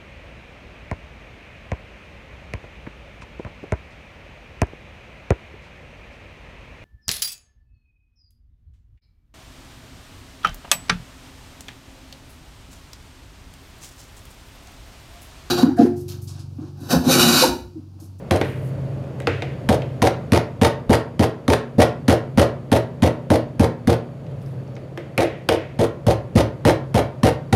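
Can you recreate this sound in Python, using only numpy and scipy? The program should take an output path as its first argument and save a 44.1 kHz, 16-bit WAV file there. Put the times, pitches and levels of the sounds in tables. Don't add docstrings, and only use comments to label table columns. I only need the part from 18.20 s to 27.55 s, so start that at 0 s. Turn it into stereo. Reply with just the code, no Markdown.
import sys
import numpy as np
from scipy import signal
from scipy.fft import rfft, irfft, next_fast_len
from scipy.io import wavfile
from scipy.ndimage import uniform_filter1d

SR = 44100
rng = np.random.default_rng(int(sys.argv[2]) if len(sys.argv) > 2 else 0)


def put_to_file(sound):
    columns = np.atleast_2d(sound).T
    safe = np.clip(columns, -1, 1)
    whole_steps = np.round(safe * 32767)
    wavfile.write(sys.argv[1], SR, whole_steps.astype(np.int16))


def elevation(decibels):
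    levels = np.asarray(decibels, float)
    return 10 ** (levels / 20)


N = 412335

# pitch_hz, level_db per Hz
AIRFLOW = [(20, -62), (50, -3), (90, 6), (200, 4.5), (280, 2), (345, 0.5), (560, 4.5), (680, -2),
           (800, -6.5), (1300, -12), (2400, -19), (4500, -28.5), (8000, -34.5), (15500, -36.5)]
# time_s, drone_db
DRONE_LEVEL = [(0, -45), (.12, -34), (.6, -28), (.9, -35), (1.3, -30.5), (1.9, -34.5), (2.5, -39.5),
               (3.2, -42.5), (4, -36.5), (4.7, -40.5), (5.9, -42.5), (6.15, -33), (6.5, -35), (6.7, -40.5),
               (7.6, -41.5), (8.2, -38.5), (9.35, -35.5)]
# pitch_hz, width_hz, level_db over airflow
WHISTLES = [
    (587, 10, -12),
    (4506, 25, -28),
    (6700, 200, -33),
    (165, 12, -9),
    (296, 12, -13),
]
# start_s, level_db, slap_hz, table_db, fizz_db
LIGHT_KNOCKS = [(.109, -17.5, 1500, -7.5, -36), (0.213, -15.5, 1490, -24, -44), (.84, -45, 2200, -50, -66),
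                (1.002, -30.5, 1570, -43, -29), (1.02, -46, 3530, -50, -40), (1.071, -11.5, 1660, -15, -50),
                (1.222, -22, 2070, -40, -48), (1.62, -31, 2310, -43, -50), (6.066, -47, 3700, -60, -65),
                (6.115, -48, 1197, -60, -51), (6.217, -50, 5130, -60, -60), (6.262, -49, 5100, -64, -60),
                (6.477, -53, 5270, -64, -70), (6.554, -49, 5800, -64, -58), (6.566, -38, 1840, -50, -66),
                (6.775, -26.5, 1500, -48, -34), (6.978, -11.5, 1760, -25, -15),
                (7.289, -12, 1870, -16, -28)]
# pitch_hz, level_db per Hz
BOARD_BODY = [(150, -24.5), (250, -8), (320, -1), (380, -2.5), (440, 0.5), (520, 1), (630, -0.5), (750, -3),
              (950, -11.5), (1400, -19.5), (3000, -45)]
# start_s, smack_db (mallet tilt), thump_db, chatter_db
NEAR_BLOWS = [(1.489, -1.5, -17.5, -21), (1.8184, -8, -18, -18), (2.1198, -3, -14, -19),
              (2.4135, -8.5, -15, -17), (2.694, -15, -14, -19.5), (2.9932, -9, -14.5, -21),
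              (3.2794, -5, -15.5, -20.5), (3.5812, -36, -15, -16.5), (3.88, -7, -14.5, -19),
              (4.1738, -9.5, -14, -17), (4.5162, -3.5, -16, -19.5), (4.8219, -8.5, -14.5, -20),
              (5.1018, -8, -14, -19), (5.395, -9, -13.5, -20.5), (5.6726, -8.5, -14.5, -22)]
# start_s, smack_db (mallet tilt), thump_db, chatter_db
FAR_BLOWS = [
    (0.1094, -1, -23, -25),
    (6.979, -18, -24, -24),
    (7.2881, 2.5, -28, -24),
    (7.5888, -28, -20, -22),
    (7.866, -9, -16, -20),
    (8.153, -29, -13, -20),
    (8.4506, -6, -16.5, -16),
    (8.7429, -8, -17, -20),
    (9.0321, -5, -14, -19.5),
    (9.325, -19, -16, -15.5),
]
# pitch_hz, level_db per Hz
CHATTER_COLOUR = [(500, -33.5), (900, 3), (1300, -1.5), (2000, -5.5), (2700, -10.5), (4500, -12.5),
                  (6200, -16.5), (7600, -22.5), (9300, -17.5), (12000, -22.5), (15500, -28)]
# pitch_hz, level_db, t60_s, first swing (1 up, -1 down)
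NEAR_MODES = [(78.4, -14.9, 0.267, 1), (89.7, -9.8, 0.18, -1), (111.6, -33.5, 0.9, -1),
              (118.5, -20.1, 0.501, 1), (163.0, -20.7, 0.678, 1), (213.8, -4.1, 0.078, 1),
              (236.9, -26.1, 0.894, 1), (270.6, -5.1, 0.059, -1), (308.2, -17.1, 0.141, 1)]
FAR_MODES = [(71.3, -19.1, 0.377, 1), (82.7, -13.4, 0.179, -1), (104.4, -20.3, 0.576, 1),
             (114.4, -13.5, 0.356, 1), (162.3, -16.4, 0.474, -1), (199.9, -7.7, 0.08, -1),
             (212.2, -22.8, 0.342, -1), (239.3, -5.5, 0.065, 1), (283.4, -20.4, 0.26, -1)]
# pitch_hz, t60_s
ROOM_DECAY = [(200, 0.43), (560, 0.36), (1500, 0.37), (4000, 0.28), (10000, 0.18)]
# peak_s, level_db, rise_s, fall_s
GLOVE_MOVES = [
    (.216, -38, 0.027, .006),
    (.24, -49, .016, 0.29),
    (.468, -52, 0.14, .085),
    (6.226, -57, .036, .025),
    (6.258, -60, .022, .25),
]
# pitch_hz, shared part (0 to 1)
LIKENESS = [(30, .75), (100, .93), (350, .95), (700, .62), (1400, .22), (3000, .12), (12000, .1)]
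# pitch_hz, right over left_db
RIGHT_OVER_LEFT = [(30, 3.2), (100, 1.8), (300, 1.9), (650, 4.4), (1500, 3.4), (5000, 3.8), (8500, -.6)]
# pitch_hz, level_db
MICROPHONE_COLOUR = [(20, -22), (45, 3.5), (70, 3), (12000, -2.5), (15000, -11.5), (15700, -11),
                     (16100, -30), (17000, -70)]

AIR_DB, AIR_SHARE = -44, 0.15
GAIN_EXTRA_DB, GAIN_SETTLES_S, GAIN_GLIDE_S = 3.5, 2.26, 0.27
PUFF_DB, PUFF_DB_PER_OCTAVE = -4, -2
LINGER_HZ, LINGER_WIDTH_HZ, LINGER_DB, LINGER_S = 2200, 1360, -17, 0.57
USUAL_CHATTER_DB, CHATTER_S = -20, 0.047
BOARD_DB, BOARD_SHARE = -13.5, 0.52
RUSTLE_SPAN_DB = 25
LAG_SAMPLES = 14


def evened(x):
    return x / np.sqrt(np.mean(x ** 2) + 1e-20)


def read(points, hz):
    f, value = np.transpose(points)
    return np.interp(np.log(hz + 1), np.log(f + 1), value)


def add(mix, s, sound):
    part = mix[..., round(s * SR):][..., :sound.shape[-1]]
    part += sound[..., :part.shape[-1]]


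def resonate(x, hz, width):
    return signal.lfilter(*signal.iirpeak(hz, hz / width, SR), x)


def resonate_twice(x, hz, width):
    return evened(resonate(resonate(x, hz, width), hz, width))


def colour(x, points):
    log_gain = np.log(elevation(read(points, abs(np.fft.fftfreq(4096, 1 / SR)))))
    minimum_phase = -signal.hilbert(log_gain).imag
    taps = np.fft.ifft(np.exp(log_gain + 1j * minimum_phase)).real[None, :2048]
    return signal.oaconvolve(x, taps / np.linalg.norm(taps), axes=1)[:, :N]


def shape(x, response):
    size = next_fast_len(N + 4096)
    return irfft(response(np.fft.rfftfreq(size, 1 / SR), rfft(x, size)), size)[..., :N]


def fans():
    t, noise = np.arange(N) / SR, rng.standard_normal((3, 2, N))
    air = colour(noise[0], AIRFLOW)
    middle = signal.butter(4, [300, 1000], "bp", fs=SR, output="sos")
    air /= np.std(signal.sosfilt(middle, air))
    air += sum(elevation(db) * evened(resonate(noise[1], hz, width)) for hz, width, db in WHISTLES)
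    flutter = resonate_twice(noise[2], 125, 53)
    wobble = 1.68 * np.sin(2 * np.pi * 1.3 * t)
    drone = 0.89 * np.sin(2 * np.pi * 134 * t + wobble) + 0.52 * flutter
    drone_db = np.interp(t, *np.transpose(DRONE_LEVEL))
    gain_db = GAIN_EXTRA_DB * (1 - np.tanh((t - GAIN_SETTLES_S) / GAIN_GLIDE_S)) / 2
    air_db = AIR_DB + gain_db + AIR_SHARE * (drone_db - drone_db.mean())
    return elevation(air_db) * air + elevation(drone_db) * drone


def knocks():
    out, body, sag = np.zeros((2, N)), np.zeros((2, N)), np.zeros(N)
    t = np.arange(16000) / SR
    fizz_band = signal.butter(2, [5500, 13000], "bp", fs=SR)
    for s, db, hz, table_db, fizz_db in LIGHT_KNOCKS:
        noise = rng.standard_normal((3, 2, 16000))
        slap = resonate_twice(noise[0], hz, 1900)
        add(out, s, elevation(db + 3 - 60 * t / 0.016) * slap)
        steel = resonate_twice(noise[0, ::-1], (hz + LINGER_HZ) / 2, LINGER_WIDTH_HZ)
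        add(out, s, elevation(db + LINGER_DB - 60 * t / LINGER_S) * steel)
        fizz = evened(signal.lfilter(*fizz_band, noise[1]))
        add(out, s, elevation(fizz_db - 60 * t / 0.0034) * fizz)
        puff_db = db + PUFF_DB + PUFF_DB_PER_OCTAVE * np.log2(hz / LINGER_HZ)
        add(body, s, elevation(puff_db + 2.0 - 60 * t / 0.08) * noise[2])
        swing = np.minimum(t / 0.023, 1) * np.sin(2 * np.pi * 96 * t)
        add(sag, s, elevation(table_db - 9.5 - 60 * t / 0.39) * swing)
    return out + board(body), sag


def board(x):
    return elevation(1.5) * colour(x, BOARD_BODY)


def contact(blows):
    body, ticks, t = np.zeros((2, N)), np.zeros((2, N)), np.arange(8000) / SR
    hold = (1 - np.exp(-t / 0.004)) * elevation(-60 * np.maximum(t - 1.2 * CHATTER_S, 0) / 0.06)
    for s, smack_db, _, chatter_db in blows:
        noise = rng.standard_normal((2, 8000))
        size, chance = rng.exponential(1, 8000), rng.random(8000)
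        body_db = BOARD_DB + BOARD_SHARE * (chatter_db - USUAL_CHATTER_DB)
        add(body, s, elevation(body_db - 5.0) * hold * noise)
        hits = elevation(3.4 * np.minimum(size, 3)) * (chance < 160 / SR)
        bursts = signal.lfilter([1], [1, -0.99], hits)
        bursts += 0.55
        add(ticks, s, elevation(chatter_db - 5.0) * hold * noise[::-1] * bursts)
        smack = np.minimum(t / 0.0015, 1) * noise
        add(ticks, s, elevation(smack_db - 2.5 - 60 * t / 0.014) * smack)
    return board(body), colour(ticks, CHATTER_COLOUR)


def table(blows, modes, lag_s):
    out, t = np.zeros(N), np.arange(SR // 2) / SR
    stray = rng.standard_normal((len(blows), len(modes), 2))
    for (s, _, thump_db, _), shifts in zip(blows, stray):
        ring = np.zeros(len(t))
        for (hz, mode_db, t60, swing), (louder, sharper) in zip(modes, shifts):
            level = np.sign(swing) * elevation(mode_db + 1.7 * louder - 60 * t / t60)
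            ring += level * np.sin(2 * np.pi * hz * (1 + 0.0033 * sharper) * t)
        add(out, s + lag_s, elevation(thump_db + 11.5) * ring)
    return out


def elsewhere(x):
    return np.array([x, shape(x, lambda hz, z: -1j * z)])


def kitchen(x):
    hz, t, z = signal.stft(rng.standard_normal((2, SR)), SR, nperseg=256)
    decay = elevation(-60 * t / read(ROOM_DECAY, hz)[:, None])
    tail = signal.istft(z * decay, SR, nperseg=256)[1]
    tail = tail * np.clip(np.arange(tail.shape[1]) / SR / 0.0023 - 0.4, 0, 1)
    return signal.fftconvolve(x[None], tail / np.linalg.norm(tail[0]), axes=1)[:, :N]


def glove():
    out, t = np.zeros((2, N)), np.arange(N) / SR
    clumps_db = 2.5 * uniform_filter1d(rng.standard_normal(N), size=100) * 10
    grains = rng.standard_normal((2, N)) * elevation(clumps_db)
    crisp = signal.butter(2, [8000, 16000], "bp", fs=SR, output="sos")
    grains = evened(signal.sosfilt(crisp, grains))
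    for s, db, rise, fall in GLOVE_MOVES:
        away = np.maximum((s - t) / rise, (t - s) / fall)
        out += elevation(db - RUSTLE_SPAN_DB * away) * grains
    return out


def ports(hz, pair):
    same = np.clip(read(LIKENESS, hz), 0, 1)
    tilt = elevation(read(RIGHT_OVER_LEFT, hz) / 2)
    delayed = pair[0] * np.exp(-2j * np.pi * hz * LAG_SAMPLES / SR)
    left = (same * delayed + np.sqrt(1 - same ** 2) * pair[1]) / tilt
    return np.array([left, pair[0] * tilt])


def scene():
    hum = fans()
    taps, sag = knocks()
    body, ticks = contact(NEAR_BLOWS + FAR_BLOWS)
    thump = table(NEAR_BLOWS, NEAR_MODES, 0.0027) + table(FAR_BLOWS, FAR_MODES, 0.000067) + sag
    sharp = ticks + taps + glove()
    echo = kitchen(elevation(-6.0) * body[0] + elevation(-7.5) * sharp[0] + elevation(-17.5) * thump)
    return shape(elsewhere(thump) + body + sharp + echo + hum, ports)


def top_cut(x):
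    return signal.sosfilt(signal.butter(12, 15750, fs=SR, output="sos"), x)


def record(dry):
    heard = shape(dry, lambda hz, z: z * elevation(read(MICROPHONE_COLOUR, hz)))
    mix = np.tanh(heard * 1.116) / 0.9
    return top_cut(mix)


dry = scene()
out = record(dry)
put_to_file(out)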